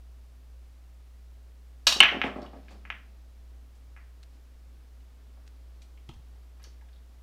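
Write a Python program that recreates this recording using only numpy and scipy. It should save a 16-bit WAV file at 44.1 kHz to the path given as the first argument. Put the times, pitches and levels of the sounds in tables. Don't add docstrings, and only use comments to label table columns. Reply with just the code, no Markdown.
import sys
import numpy as np
from scipy import signal
from scipy.fft import rfft, irfft
from scipy.io import wavfile
from scipy.ndimage import map_coordinates

SR = 44100
rng = np.random.default_rng(int(sys.argv[2]) if len(sys.argv) > 2 else 0)


def amplitude_ratio(level_db):
    exponent = np.asarray(level_db, float) / 20
    return 10 ** exponent


def to_wav(sig):
    pcm = np.clip(np.atleast_2d(sig), -1, 1) * 32767
    pcm = np.round(pcm).astype(np.int16)
    wavfile.write(sys.argv[1], SR, pcm.T)


N = 318574


def at_hz(points, hz):
    points = np.array(points)
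    return np.interp(np.log(hz), np.log(points[:, 0]), points[:, 1])


def rms_one(x):
    return x / np.sqrt(np.mean(x ** 2) + 1e-20)


def band_pass(x, low_hz, high_hz, order=2):
    return signal.sosfilt(signal.butter(order, [low_hz, high_hz], "band", fs=SR, output="sos"), x)


def add(track, start_s, sound):
    i = int(round(start_s * SR))
    track[i:i + len(sound)] += sound[:N - i]


def coloured(spectrum):
    hz = np.maximum(np.fft.rfftfreq(N, 1 / SR), 1)
    white = rfft(rng.standard_normal(N))
    return rms_one(irfft(white * amplitude_ratio(at_hz(spectrum, hz)), N))


def drift(rate_hz):
    knots = rng.standard_normal(400)
    return map_coordinates(knots, [np.arange(N) / SR * rate_hz], order=3)


def ring(drive, modes):
    out = 0
    for k, (hz, db, t60_s) in enumerate(modes):
        radius = amplitude_ratio(-60 / (t60_s * SR))
        angle = 2 * np.pi * hz / SR
        numerator = [0, amplitude_ratio(db) * np.sin(angle)]
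        denominator = [1, -2 * radius * np.cos(angle), radius * radius]
        out = out + (-1) ** k * signal.lfilter(numerator, denominator, drive + 1e-18)
    return out


def puff(dies_s):
    t = np.arange(4000) / SR
    return rng.standard_normal(4000) * np.exp(-t / dies_s)


def hum():
    harmonics = [(1, -49), (2, -76), (3, -84), (5, -84), (7, -83), (9, -84), (11, -84), (13, -87),
                 (19, -91), (21, -90)]
    mains_hz = 60.0
    t = np.arange(N) / SR
    lines = 0
    for k, db in harmonics:
        lines = lines + amplitude_ratio(db) * np.sin(2 * np.pi * k * mains_hz * t + k * (k + 2.5))
    return np.sqrt(2) * amplitude_ratio(0.18 + 1.1 * drift(7)) * lines


def fan():
    note = rms_one(ring(rng.standard_normal(N), [(258, 0, .6)]))
    return amplitude_ratio(-77.5 + 1.2 * drift(2.6)) * note


def hiss():
    # f/Hz, density/dB per Hz
    hiss_colour = [(20, 12), (80, 7), (150, -0.5), (300, -3), (1200, -10.5), (5000, -16.5), (9000, -21.5),
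                   (16000, -23)]
    return amplitude_ratio(-63) * coloured(hiss_colour)


def cue():
    # t/s, shaft level/dB, crack level/dB
    hits = [
        (1.8682, -17, -15),
        (1.8695, -14, -13),
        (1.8714, -15, -12),
        (1.8745, -17, -14),
        (1.8785, -20, -17),
        (1.9237, -23, -19),
    ]
    # f/Hz, level/dB, t60/s
    shaft_modes = [(220, -20, 0.03), (600, -18, 0.02), (900, -8, 0.015), (1180, -6, 0.015),
                   (1692, -13, .01), (2516, -8, .02), (2885, -2.5, 0.05), (3434, -8, 0.035),
                   (3750, -2, .018), (3940, -3, 0.025), (4490, -2, 0.03), (5580, -6, .05),
                   (6165, -13, 0.015), (10500, -22, .006)]
    blows, chatter = np.zeros((2, N))
    for start_s, shaft_db, crack_db in hits:
        add(blows, start_s, amplitude_ratio(np.array([shaft_db])))
        add(chatter, start_s, amplitude_ratio(crack_db) * puff(.0045))
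    crack = band_pass(chatter, 2300, 6200)
    body = band_pass(chatter, 800, 2600, order=1)
    return ring(blows, shaft_modes) + crack + amplitude_ratio(-3) * body + amplitude_ratio(-22) * chatter


def cushions():
    # t/s, rattle level/dB, brightness f/Hz, frame level/dB
    thuds = [(1.955, -25, 810, -29), (2.005, -27, 500, -21), (2.113, -18.5, 750, -45),
             (2.137, -20, 794, -22.5), (2.163, -26.5, 500, -24), (2.237, -18, 1130, -17),
             (2.26, -21, 1140, -30), (2.356, -30.5, 1170, -23), (2.383, -31, 978, -27.5),
             (2.42, -34, 1217, -29.5), (2.444, -33.5, 900, -40), (2.530, -35.5, 900, -34.5),
             (2.56, -35, 698, -42), (2.705, -37, 714, -46), (2.739, -41.5, 700, -44), (3.05, -57, 600, -59)]
    # f/Hz, level/dB, t60/s
    frame_modes = [(110, -11.5, .08), (150, -8, .08), (205, -6, 0.16), (270, -2, .06), (353, -3, .05),
                   (430, -4, .04), (600, -5, .07), (699.2, -4.5, .03), (1156, -5, 0.03)]
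    rattle, shake = np.zeros((2, N))
    swell = 1 - np.exp(-np.arange(4000) / SR / .009)
    push = np.hanning(24) / 12
    for start_s, db, hz, frame_db in thuds:
        dull = band_pass(swell * puff(.015), .25 * hz, hz)
        add(rattle, start_s, amplitude_ratio(db + 7) * dull)
        add(shake, start_s + .002, amplitude_ratio(frame_db - 7.5) * push)
    return rattle + ring(shake, frame_modes)


def rolling():
    # t/s, level/dB
    roll_levels = [(2.0, -70), (2.101, -47.5), (2.5, -60), (2.8, -57), (3.1, -68), (3.7, -71), (5.0, -68),
                   (6.2, -67), (7.22, -71.5)]
    # f/Hz, density/dB per Hz
    cloth_colour = [(70, -17.5), (120, 0.5), (255, 6.5), (500, -2.5), (1000, -6), (2500, -13), (5300, -15),
                    (7000, -41.5)]
    knot_s, knot_db = np.transpose(roll_levels)
    level_db = np.interp(np.arange(N) / SR, knot_s, knot_db, left=-140)
    return amplitude_ratio(level_db - 5.0 + 1.5 * drift(14)) * coloured(cloth_colour)


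def clack(db, hz):
    t = np.arange(256) / SR
    push = np.sin(2 * np.pi * hz * (.0005 - t)) * np.exp(-((t - .0005) * hz / .5) ** 2)
    push = signal.sosfilt(signal.butter(5, 1.4 * hz, fs=SR, output="sos"), push)
    push = signal.sosfilt(signal.butter(2, 600, "high", fs=SR, output="sos"), push)
    overtone = amplitude_ratio(-29) * np.sin(2 * np.pi * 5300 * t) * np.exp(-((t - .0007) / .00025) ** 2)
    resin_ping = amplitude_ratio(-46) * np.sin(2 * np.pi * 14200 * t) * np.exp(-t / .0006)
    grit = amplitude_ratio(-41.5) * rng.standard_normal(256) * np.exp(-t / 0.00085)
    return amplitude_ratio(db) * (1.5 * push + overtone + resin_ping + grit)


def rack_burst():
    # t/s, length/s, rate/Hz, peak/dB, pitch f/Hz
    burst = (2.0036, .0075, 2950, 1.5, 2850)
    start_s, length_s, rate_hz, db, hz = burst
    shower = np.zeros(N)
    for k, (late, size, tone) in enumerate(rng.standard_normal((60, 3))):
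        s = k / rate_hz
        fade_db = -22 * (s / length_s) ** 1.4
        softer = 1 - .3 * min(s / length_s, 1)
        jitter_s = .2 * late * max(s - .0016, 0)
        sound = clack(db + fade_db + 2.5 * size, hz * softer * (1 + .07 * tone))
        add(shower, start_s - .0005 + s + jitter_s, sound)
    return shower * amplitude_ratio([[0], [-1]])


def knocks():
    # t/s, peak/dB, f/Hz, t60/s
    heel_knocks = [
        (2.011, -39, 38.53, .25),
        (2.244, -44, 85, .15),
        (2.725, -55, 205, 1.35),
        (6.091, -36, 130, 0.068),
        (6.094, -41.5, 330, .05),
        (6.105, -52.5, 235, .2),
        (6.133, -42, 49, 0.13),
        (6.165, -39.5, 79, 0.094),
        (6.196, -46, 130, 0.044),
    ]
    out = np.zeros(N)
    t = np.arange(SR // 2) / SR
    for start_s, db, hz, t60_s in heel_knocks:
        add(out, start_s, amplitude_ratio(db - 60 * t / t60_s) * np.sin(2 * np.pi * hz * t))
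    return out


def ball_clacks():
    # t/s, peak/dB, room share/dB
    contacts = [(2.027, -15, -3), (2.0293, -8.5, 7.5), (2.0305, -7, -9), (2.0352, -2.5, -2),
                (2.0479, -10.5, 9), (2.055, -16.5, 5), (2.0651, -24, 16), (2.09, -14.5, 2),
                (2.2162, -9.5, 2), (2.236, -24, -15), (2.2409, -18, -2.5), (2.8528, -33.5, 3),
                (2.9026, -17.5, 0), (3.9650, -41, 7.5), (3.9746, -44.5, -1.5)]
    out = np.zeros((2, N))
    for start_s, db, room_db in contacts:
        sound = clack(db, 2450 * 2 ** (.009 * db))
        add(out[0], start_s - .0006, sound)
        add(out[1], start_s - .0006, amplitude_ratio(room_db) * sound)
    return out


def tick(out, start_s, db, hz, octaves, dies_s):
    edge = 4.1 * (np.arange(4000) == 0)
    half_band = 2 ** (octaves / 2)
    snap = band_pass(edge + puff(dies_s), hz / half_band, hz * half_band)
    add(out, start_s, amplitude_ratio(db) * snap / np.abs(snap).max())


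def taps():
    # t/s, peak/dB, centre f/Hz
    hard_taps = [(2.4186, -46, 4510), (2.429, -46, 4020), (2.463, -43.5, 2800), (2.6832, -46, 1900),
                 (5.828, -56.5, 9040), (5.975, -54, 2480), (6.0905, -41.5, 2960), (6.0926, -44.5, 1000),
                 (6.630, -54, 10000), (6.6395, -41, 5100), (6.640, -56, 10000), (6.6455, -48, 5100)]
    out = np.zeros(N)
    for start_s, db, hz in hard_taps:
        tick(out, start_s, db, hz, octaves=.6, dies_s=.0026)
    return out


def scuffs():
    # t/s, peak/dB, centre f/Hz, decay/s
    rubs = [(2.690, -54, 2000, .012), (2.707, -52, 3000, .022), (3.75, -63.5, 4460, .028),
            (4.331, -64, 3000, .031), (5.003, -61.5, 2000, .005), (5.37, -58, 600, .02),
            (5.8194, -48.5, 3434, .0083), (6.0905, -48, 3200, .006), (6.137, -58, 3470, .0071),
            (6.597, -55, 1200, .02), (6.62, -56, 2500, .02), (6.645, -50, 1960, .0099),
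            (6.66, -54.5, 418, .015), (6.70, -63, 3000, .028), (6.887, -56, 1500, .006)]
    out = np.zeros(N)
    for start_s, db, hz, dies_s in rubs:
        tick(out, start_s, db, hz, 1.9, dies_s)
    return out


def snaps():
    # t/s, peak/dB, decay/s
    dry_snaps = [(4.2305, -45, .0025), (4.2345, -49, .004), (5.465, -57, .008), (5.4766, -47, .004),
                 (6.0909, -43.5, .002), (6.6396, -48, .002)]
    out = np.zeros(N)
    for start_s, db, dies_s in dry_snaps:
        tick(out, start_s, db, 2600, 2.2, dies_s)
    return out


def creaks():
    # t/s, peak/dB, centre f/Hz
    leather_creaks = [(6.66, -57, 5300), (6.685, -58, 5300), (6.811, -59, 1797), (6.82, -58, 856),
                      (6.9305, -57, 4000), (6.96, -59, 3790)]
    out = np.zeros(N)
    for start_s, db, hz in leather_creaks:
        tick(out, start_s, db, hz, octaves=.35, dies_s=.006)
    return out


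def room(direct, sent):
    # delay t/s, level/dB
    first_echoes = [(.0024, -7), (.0037, -10.5), (.0054, -12), (.0083, -17.5), (.0112, -20.5),
                    (.0222, -12.5), (.0253, -17)]
    # f/Hz, t60/s
    decay_times = [(150, .3), (500, 0.37), (1500, 0.36), (3000, 0.33), (6000, 0.34), (14000, 0.33)]
    t = np.arange(SR) / SR
    edges_hz = 60 * 2 ** np.arange(0, 8.6, .5)
    white = rng.standard_normal((2, SR))
    tail = 0
    for k, (low, high) in enumerate(zip(edges_hz, np.minimum(edges_hz[1:], 20000))):
        band = band_pass(white[k % 2], low, high)
        tail = tail + band * amplitude_ratio(-60 * t / at_hz(decay_times, np.sqrt(low * high)))
    build_up = 1 - np.exp(-(t / .0047) ** 2)
    tail = amplitude_ratio(-34) * tail * build_up
    early = np.zeros(SR // 10)
    early[0] = 1
    for delay_s, db in first_echoes:
        early[int(delay_s * SR)] += amplitude_ratio(db)
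    return signal.fftconvolve(direct, early)[:N] + signal.fftconvolve(sent, tail)[:N]


def scene():
    blows = rack_burst() + ball_clacks()
    blows = blows + cue() * amplitude_ratio([[0], [3]])
    blows = blows + (cushions() + taps() + scuffs() + creaks()) * amplitude_ratio([[0], [1.5]])
    background = hum() + fan() + hiss()
    return (room(*blows) + snaps() + knocks() + rolling() + background)[None]


def low_pass(x):
    return signal.sosfilt(signal.butter(12, 17000, fs=SR, output="sos"), x)


def record(dry):
    overload = .84
    over = dry / overload
    flat = overload * over / (1 + np.abs(over) ** 10) ** (1 / 10)
    cut = signal.sosfilt(signal.cheby2(10, 60, 16900, fs=SR, output="sos"), flat)
    return low_pass(cut)


dry = scene()
out = record(dry)
to_wav(out)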